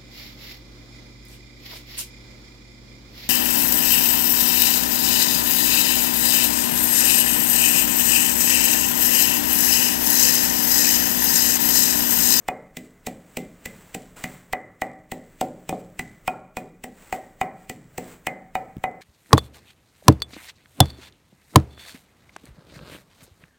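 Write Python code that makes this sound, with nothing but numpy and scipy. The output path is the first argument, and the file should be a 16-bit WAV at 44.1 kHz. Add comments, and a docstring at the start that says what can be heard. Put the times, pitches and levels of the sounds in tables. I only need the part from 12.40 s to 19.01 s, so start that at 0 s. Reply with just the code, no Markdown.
"""Over the faint rumble of a house, a wooden pestle pounds fresh leaves, about 3.5 blows a second.
Each blow bursts leaves for a few milliseconds, then thuds and excites the damped modes of the heavy
mortar and of the pestle: blows cushioned by leaves are dull, those that reach the bottom knock.
The small kitchen booms after each blow. Loose leaves slide in the heap, and once a soft swish starts
suddenly and fades. Near the end, soft bumps push on the case of the phone close by."""
import sys
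import numpy as np
from scipy import signal
from scipy.fft import rfft, irfft
from scipy.io import wavfile
from scipy.ndimage import uniform_filter1d, minimum_filter1d

SR = 44100
rng = np.random.default_rng(int(sys.argv[2]) if len(sys.argv) > 2 else 0)


def materialize(psi):
    """Save the field psi as 16-bit PCM at rate SR to the path in sys.argv[1].

    A 1-D psi becomes a single channel; in a 2-D psi each row is a channel.
    """
    bounded = np.clip(np.atleast_2d(psi).T, -1, 1)
    quanta = np.round(bounded * 32767).astype(np.int16)
    wavfile.write(sys.argv[1], SR, quanta)


N = 291501
SHOT, LEAD = 2 ** 15, 2 ** 11  # samples in one blow, and those of them before the landing
AGE = (np.arange(SHOT) - LEAD) / SR  # time since the pestle lands [s]
AFTER = np.maximum(AGE, 0)

# spectrum of bursting leaves and of ticks on the case: (frequency [Hz], relative level [dB])
CRUNCH_SPECTRUM = [(300, 4), (1200, -12), (2000, 10), (2900, 6.5), (3800, 0), (5000, -2.5), (6400, -2),
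                   (7800, 6), (9000, -2.5), (10500, -8.5), (13000, -5.5), (15300, 1), (16500, -3.5)]


def undb(db):
    """Decibels to amplitude ratio."""
    return 10 ** (np.asarray(db) / 20)


def along(hz, table, column=1):
    """Interpolate a table column on a logarithmic frequency axis."""
    table = np.array(table, float)
    return np.interp(np.log(hz + 1e-3), np.log(table[:, 0]), table[:, column])


def colour(x, spectrum):
    """Linear filtering: multiply the spectrum of x by a curve of (frequency [Hz], gain [dB])."""
    size = x.shape[-1]
    return irfft(rfft(x) * undb(along(np.fft.rfftfreq(size, 1 / SR), spectrum)), size)


def level(x, db):
    """Set the rms level of the 30 ms around the landing."""
    return x * undb(db) / np.sqrt(np.mean(x[..., (AGE > -.008) & (AGE < .022)] ** 2))


def clicks(per_s, spread_db, size=SHOT):
    """Shot noise: tiny independent snaps of unequal size, rms 1."""
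    x = (rng.random(size) < per_s / SR) * rng.standard_normal(size)
    x *= undb(spread_db * rng.standard_normal(size))
    return x / x.std()


def push(width_s):
    """Gaussian contact force of unit sum: the longer the contact, the less treble it excites."""
    force = np.exp(-.5 * ((AGE - width_s) / width_s) ** 2)
    return force / force.sum()


def ring(x, modes, scatter=0.):
    """Modal superposition: x drives damped sines whose pitch shifts with the point of contact."""
    response = 0
    for hz, db, t60 in modes:
        detuned_hz = hz * (1 + scatter * rng.standard_normal())
        decay = np.exp(-np.log(1000) * AFTER / t60)
        response = response + undb(db) * np.sin(2 * np.pi * detuned_hz * AFTER) * decay
    return signal.fftconvolve(x, response[LEAD:])[:len(x)]


def favour(modes, centre_hz, lift_db, width_hz):
    """Selective excitation: the place and angle of a blow strengthen the modes near one frequency."""
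    return [(hz, db + lift_db * np.exp(-((hz - centre_hz) / width_hz) ** 2), t60)
            for hz, db, t60 in modes]


def add(out, s, x):
    """Superpose an event on the scene so that it lands at time s."""
    start = int(s * SR) - LEAD
    end = min(N, start + SHOT)
    out[:, max(start, 0):end] += x[..., max(-start, 0):end - start]


def house_air(rms_db=-54.5):
    """Stationary coloured noise: the quiet rumble and hiss of the house."""
    # background spectrum: (frequency [Hz], relative level [dB])
    air_spectrum = [(15, -43), (25, 10), (70, -4), (236, -5), (405, -10), (560, -10), (677, -10.5),
                    (754, -16.5), (1160, -15.5), (2000, -17.5), (2610, -24.5), (4870, -32.5), (7710, -25.5),
                    (11300, -37), (16000, -25.5)]
    noise = colour(rng.standard_normal(N), air_spectrum)
    return noise / noise.std() * undb(rms_db)


def crushed_leaves(crunch_db, crush_s, brush_db):
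    """Fracture noise: cells burst ahead of the landing, pulp squelches, leaves settle. Gives mid, side."""
    # spectrum of settling leaves: (frequency [Hz], relative level [dB])
    rustle_spectrum = [(300, -43), (1200, -26), (2100, -15), (3000, 8.5), (5200, 3), (6600, 4),
                       (7800, 14.5), (9200, -2.5), (11000, 0), (13000, -11), (15300, -28), (16500, -65.5)]
    burst_age = AGE + crush_s
    width_s = 0.00099 + 0.19 * crush_s
    burst = np.exp(-.25 * (burst_age / width_s) ** 2)
    brush = undb(brush_db) * np.exp(-abs(burst_age) / .012)  # the tip grazes the heap on its way down
    squelch = undb(-18) * np.exp(-abs(burst_age) / 0.033)
    crushing = burst + np.where(burst_age < 0, brush, squelch)
    mid, side = (level(colour(clicks(20000, 1.44) * crushing, CRUNCH_SPECTRUM), crunch_db)
                 for _ in range(2))
    settling = (AGE > 0) * np.exp(-(AFTER / 0.15) ** 2)
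    rustle = level(colour(clicks(8200, 7.2) * settling, rustle_spectrum), crunch_db - 28.5)
    # only the treble of the crunch differs between left and right
    side = undb(-9) * signal.sosfilt(signal.butter(10, 4200, "high", fs=SR, output="sos"), side)
    return mid + rustle, side


def mortar(thud_db, hollow_db, knock_db):
    """Impact excitation: the landing thuds, shoves the whole mortar and rings its hollow and wall."""
    # modes of the hollow and of the wall: (frequency [Hz], relative level [dB], t60 [s])
    hollow_modes = [(415, -5, 0.046), (560, 2.5, 0.018), (663, 10, 0.026)]
    wall_modes = [(742.2, 8.5, 0.18), (758, 7, 0.16), (755, -8.5, 0.11), (669, 14, 0.037),
                  (800, -34, 0.042)]
    thud = level(ring(push(0.00011), [(226.6, 0, 0.02)]), thud_db)
    shove = level(ring(push(0.00019), [(50.0, 0, 0.016)]), knock_db - 22)
    hollow = level(ring(push(0.00018), hollow_modes, scatter=0.098), hollow_db)
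    struck_modes = favour(wall_modes, centre_hz=772.6, lift_db=10, width_hz=27)
    knock = level(ring(push(.0001), struck_modes, scatter=0.011), knock_db)
    return thud + shove - hollow - knock


def pestle(crack_db, clack_db, clack_hz):
    """Flexural vibration: wood cracks against the bottom and the shaft rings in bending."""
    # modes of the contact and of the bending shaft: (frequency [Hz], relative level [dB], t60 [s])
    contact_modes = [(916, 5, 0.025), (1116, 3, 0.029), (1360, 3.5, 0.028), (1510, -2, 0.02),
                     (1760, -3, 0.034), (2400, -4.5, 0.05), (3500, 8, 0.022)]
    bending_modes = [(1880, -23.5, 0.43), (1955, -2.5, 0.082), (2004, 3, 0.049), (2050, -12, 0.26),
                     (2117, -7, 0.062), (2252, 0, 0.043), (2452.5, 5.5, 0.046), (2720, -37, 0.069),
                     (2905, -1, 0.042)]
    crack = ring(push(.00008), contact_modes, scatter=0.04)
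    struck_modes = favour(bending_modes, clack_hz, lift_db=13, width_hz=62)
    clack = ring(push(.00005), struck_modes, scatter=0.0055)
    return level(crack, crack_db) + level(clack, clack_db)


def blow(force_db, contact_db, ring_db, clack_hz, crush_s, since_s):
    """Cushioned impact: force drives thud and crunch, bottom contact knock and crack. Gives mid, side."""
    refill_s = 0.13  # fresh leaves fall back under the tip; a quick rebound finds few
    fresh_db = 20 * np.log10(1 - np.exp(-(since_s / refill_s) ** 2))
    crunch_db = -33.5 + 0.61 * force_db + fresh_db
    brush_db = -22.5 - 0.12 * contact_db  # a deep cushion is brushed more
    thud_db = -33.5 + force_db + 0.12 * contact_db
    hollow_db = -29.5 + force_db + 0.37 * contact_db
    # a sharper contact wakes higher pestle modes and cracks harder
    crack_db = -25 + 1.16 * contact_db + 0.0193 * (clack_hz - 2140)
    crunch, side = crushed_leaves(crunch_db, crush_s, brush_db)
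    bowl = mortar(thud_db, hollow_db, knock_db=contact_db - 14)
    shaft = pestle(crack_db, clack_db=ring_db - 21, clack_hz=clack_hz)
    return crunch + bowl + shaft, side


def kitchen(x, wall_s=0.012, tiles_s=.0178, build_s=0.00084):
    """Reverberation: a diffuse tail, early reflections from a wall and hard tiles, and standing waves."""
    # diffuse field: (frequency [Hz], level against the direct sound [dB], t60 [s])
    diffuse_field = [(59, -12.5, 0.65), (108, 1.5, 0.82), (147, 6, 0.62), (274, -1, 0.41), (484, 3.5, 0.5),
                     (776, -10.5, 0.4), (1300, -10, 0.57), (1995, -9, 0.55), (2700, -26, 0.73),
                     (3580, -13, 0.027), (8000, -11.5, 0.081), (16000, -10.5, 0.075)]
    # room modes: (frequency [Hz], relative level [dB], t60 [s])
    standing_waves = [(132.1, -7.5, 1), (159, -8, 1), (175, -1.5, 0.5), (180.8, -3.5, 1), (252.4, 1, 0.47),
                      (306.7, -11.5, 1), (407, -16, 0.77), (516, -7, 0.36), (538.4, -2, 0.47),
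                      (638, -16.5, 0.37)]
    hz = np.fft.rfftfreq(SHOT, 1 / SR)
    source, noise, tail = rfft(x), rfft(rng.standard_normal(SHOT)), 0
    build_up = 1 - np.exp(-(AFTER / build_s) ** 2)
    edges_hz = np.geomspace(45, 20480, 24)
    for lo, hi in zip(edges_hz, edges_hz[1:]):
        band, centre_hz = (hz >= lo) & (hz < hi), np.sqrt(lo * hi)
        decay = np.exp(-np.log(1000) * AFTER / along(centre_hz, diffuse_field, column=2))
        response = irfft(noise * band) * decay * build_up
        echo = source * rfft(response[LEAD:], SHOT)
        # each band returns energy in proportion to what the blow put into it
        echo *= np.linalg.norm(source[band]) / np.linalg.norm(echo)
        tail = tail + echo * undb(along(centre_hz, diffuse_field))
    dulled = signal.sosfilt(signal.butter(2, 2500, fs=SR, output="sos"), x)
    wall_slap = undb(-15) * np.interp(AGE - wall_s, AGE, dulled)
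    tile_slap = undb(-21) * np.interp(AGE - tiles_s, AGE, x)
    return irfft(tail) + wall_slap + tile_slap + undb(-53) * ring(x, standing_waves)


def hiss_swells():
    """Amplitude-modulated shot noise: dense tiny snaps merge into a hiss that swells and fades."""
    # swells: (peak time [s], rise [s], fall [s], level [dB])
    # At 1.768 s a soft swish starts suddenly and fades; at 4.728 s a short, sharp extra crunch
    # sounds as the pestle lands. The others are loose leaves sliding in the heap.
    swells = [(.45, 0.011, 0.022, -55), (.93, 0.085, 0.13, -57.5), (1.35, 0.17, 0.36, -53.5),
              (1.768, 0.0054, 0.2, -45), (2.9, .07, 0.17, -57), (3.23, 0.1, 0.11, -58),
              (3.4, 0.013, 0.014, -53), (4.63, 0.082, 0.23, -49.5), (4.728, .003, .035, -37),
              (5.23, 0.098, .05, -53.5), (5.7, 0.14, 0.067, -48), (6.278, .05, 0.1, -107)]
    # spectrum of the hiss: (frequency [Hz], relative level [dB])
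    hiss_spectrum = [(400, 8), (1000, 6.5), (2100, 5.5), (3700, -3), (5200, -6), (6600, -3.5), (7800, 5),
                     (9200, -5), (11000, -10.5), (13000, -10.5), (15300, 2.5), (16500, -18)]
    t = np.arange(N) / SR
    envelope = sum(undb(db) * np.exp(-((t - s) / np.where(t < s, rise_s, fall_s)) ** 2)
                   for s, rise_s, fall_s, db in swells)
    snaps = colour(clicks(9000, spread_db=1.5, size=N), hiss_spectrum)
    return snaps / snaps.std() * envelope


def case_bump(db, half_s):
    """Elastic recoil: the case is pushed in and springs back, giving one pressure swing and a tick."""
    u = AGE / half_s
    swing = -u * np.exp((1 - u ** 2) / 2)
    tick = np.exp(-5 * (u + 1.3) ** 2) * colour(clicks(14000, 1.3), CRUNCH_SPECTRUM)
    return undb(db) * (swing + undb(db + 8) * tick)  # the tick grows as the square of the strength


def limiter(x, ceiling_db=-9, recover_db_per_s=12):
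    """Peak limiting: the gain drops just ahead of a peak over the ceiling, then creeps back up."""
    over_db = np.maximum(20 * np.log10(abs(x).max(axis=0) + 1e-9) - ceiling_db, 0)
    recovery_db = recover_db_per_s * np.arange(N) / SR
    cut_db = np.maximum.accumulate(over_db + recovery_db) - recovery_db
    gain_db = uniform_filter1d(minimum_filter1d(-cut_db, size=65), size=65)
    return x * undb(gain_db)


def scene():
    """Superposition in stereo: house air, blows with their reverberation, swells of hiss and bumps."""
    # pestle blows: (time [s], force [dB], contact with the bottom [dB], pestle ring [dB],
    # favoured pestle frequency [Hz], crushing time before the landing [s])
    blows = [(0.0867, -2.5, -3.5, -3, 2123, 0.0018), (0.3716, -2, -34, -17.5, 2010, 0.00062),
             (0.672, -1, -23, -21, 1960, 0.0031), (0.9724, 0.5, -26.5, -20.5, 2050, 0.00068),
             (1.2597, -4.5, -36.5, -19.5, 2030, 0.0013), (1.55, -3, -27, -27, 1920, 0.0024),
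             (1.842, -3, -27.5, -13, 2100, 0.0011), (2.134, -3, -2.5, 1.5, 1990, 0.0032),
             (2.42, 3.5, -3.5, 0.5, 1973, 0.0012), (2.7211, 2, -17.5, -14, 1986, 0.0019),
             (3.014, 6.5, -5.5, -18, 2120, 0.001), (3.2935, 2.5, -16.5, -16.5, 2390, 0.00027),
             (3.327, -1, -14, -43, 1980, .0002), (3.595, -3, -30.5, -11, 2020, .001),
             (3.8796, 6, 0.5, 2, 2478, 0.00042), (4.1704, 3.5, -12.5, -8, 2470, 0.00042),
             (4.4426, -3.5, -24, -17.5, 1956, 0.0021), (4.7269, -2.5, -8, -9.5, 1897, 0.00016),
             (5.0143, 2.5, -2.5, -2, 2356, 0.00017), (5.299, 0.5, -27, -15, 1930, 0.0012),
             (5.583, -2.5, -18.5, -22, 2040, 0.0024), (5.871, 2.5, -7.5, 0.5, 2092, 0.0011),
             (6.154, -5.5, -5, -8, 2307, 0.0008), (6.4404, -6.5, -1, -2.5, 2070, 0.00045)]
    # soft bumps on the phone's case: (time [s], peak of the swing [dB], half length [s])
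    bumps = [(6.3695, -22.5, 0.00094), (6.3846, -29, 0.0015), (6.395, -44, 0.0055)]
    out, last_s = np.zeros((2, N)), -np.inf
    for s, force_db, contact_db, ring_db, clack_hz, crush_s in blows:
        direct, side = blow(force_db, contact_db, ring_db, clack_hz, crush_s, s - last_s)
        add(out, s, direct + kitchen(direct) + np.outer([1, -1], side))
        last_s = s
    for s, db, half_s in bumps:
        add(out, s, case_bump(db, half_s))
    return out + hiss_swells() + house_air()


def record(dry):
    """Peak and band limiting: the phone holds down the hardest blows and cuts the treble above 16 kHz."""
    return signal.sosfilt(signal.ellip(8, .2, 70, 16000, fs=SR, output="sos"), limiter(dry))


dry = scene()
out = record(dry)
materialize(out)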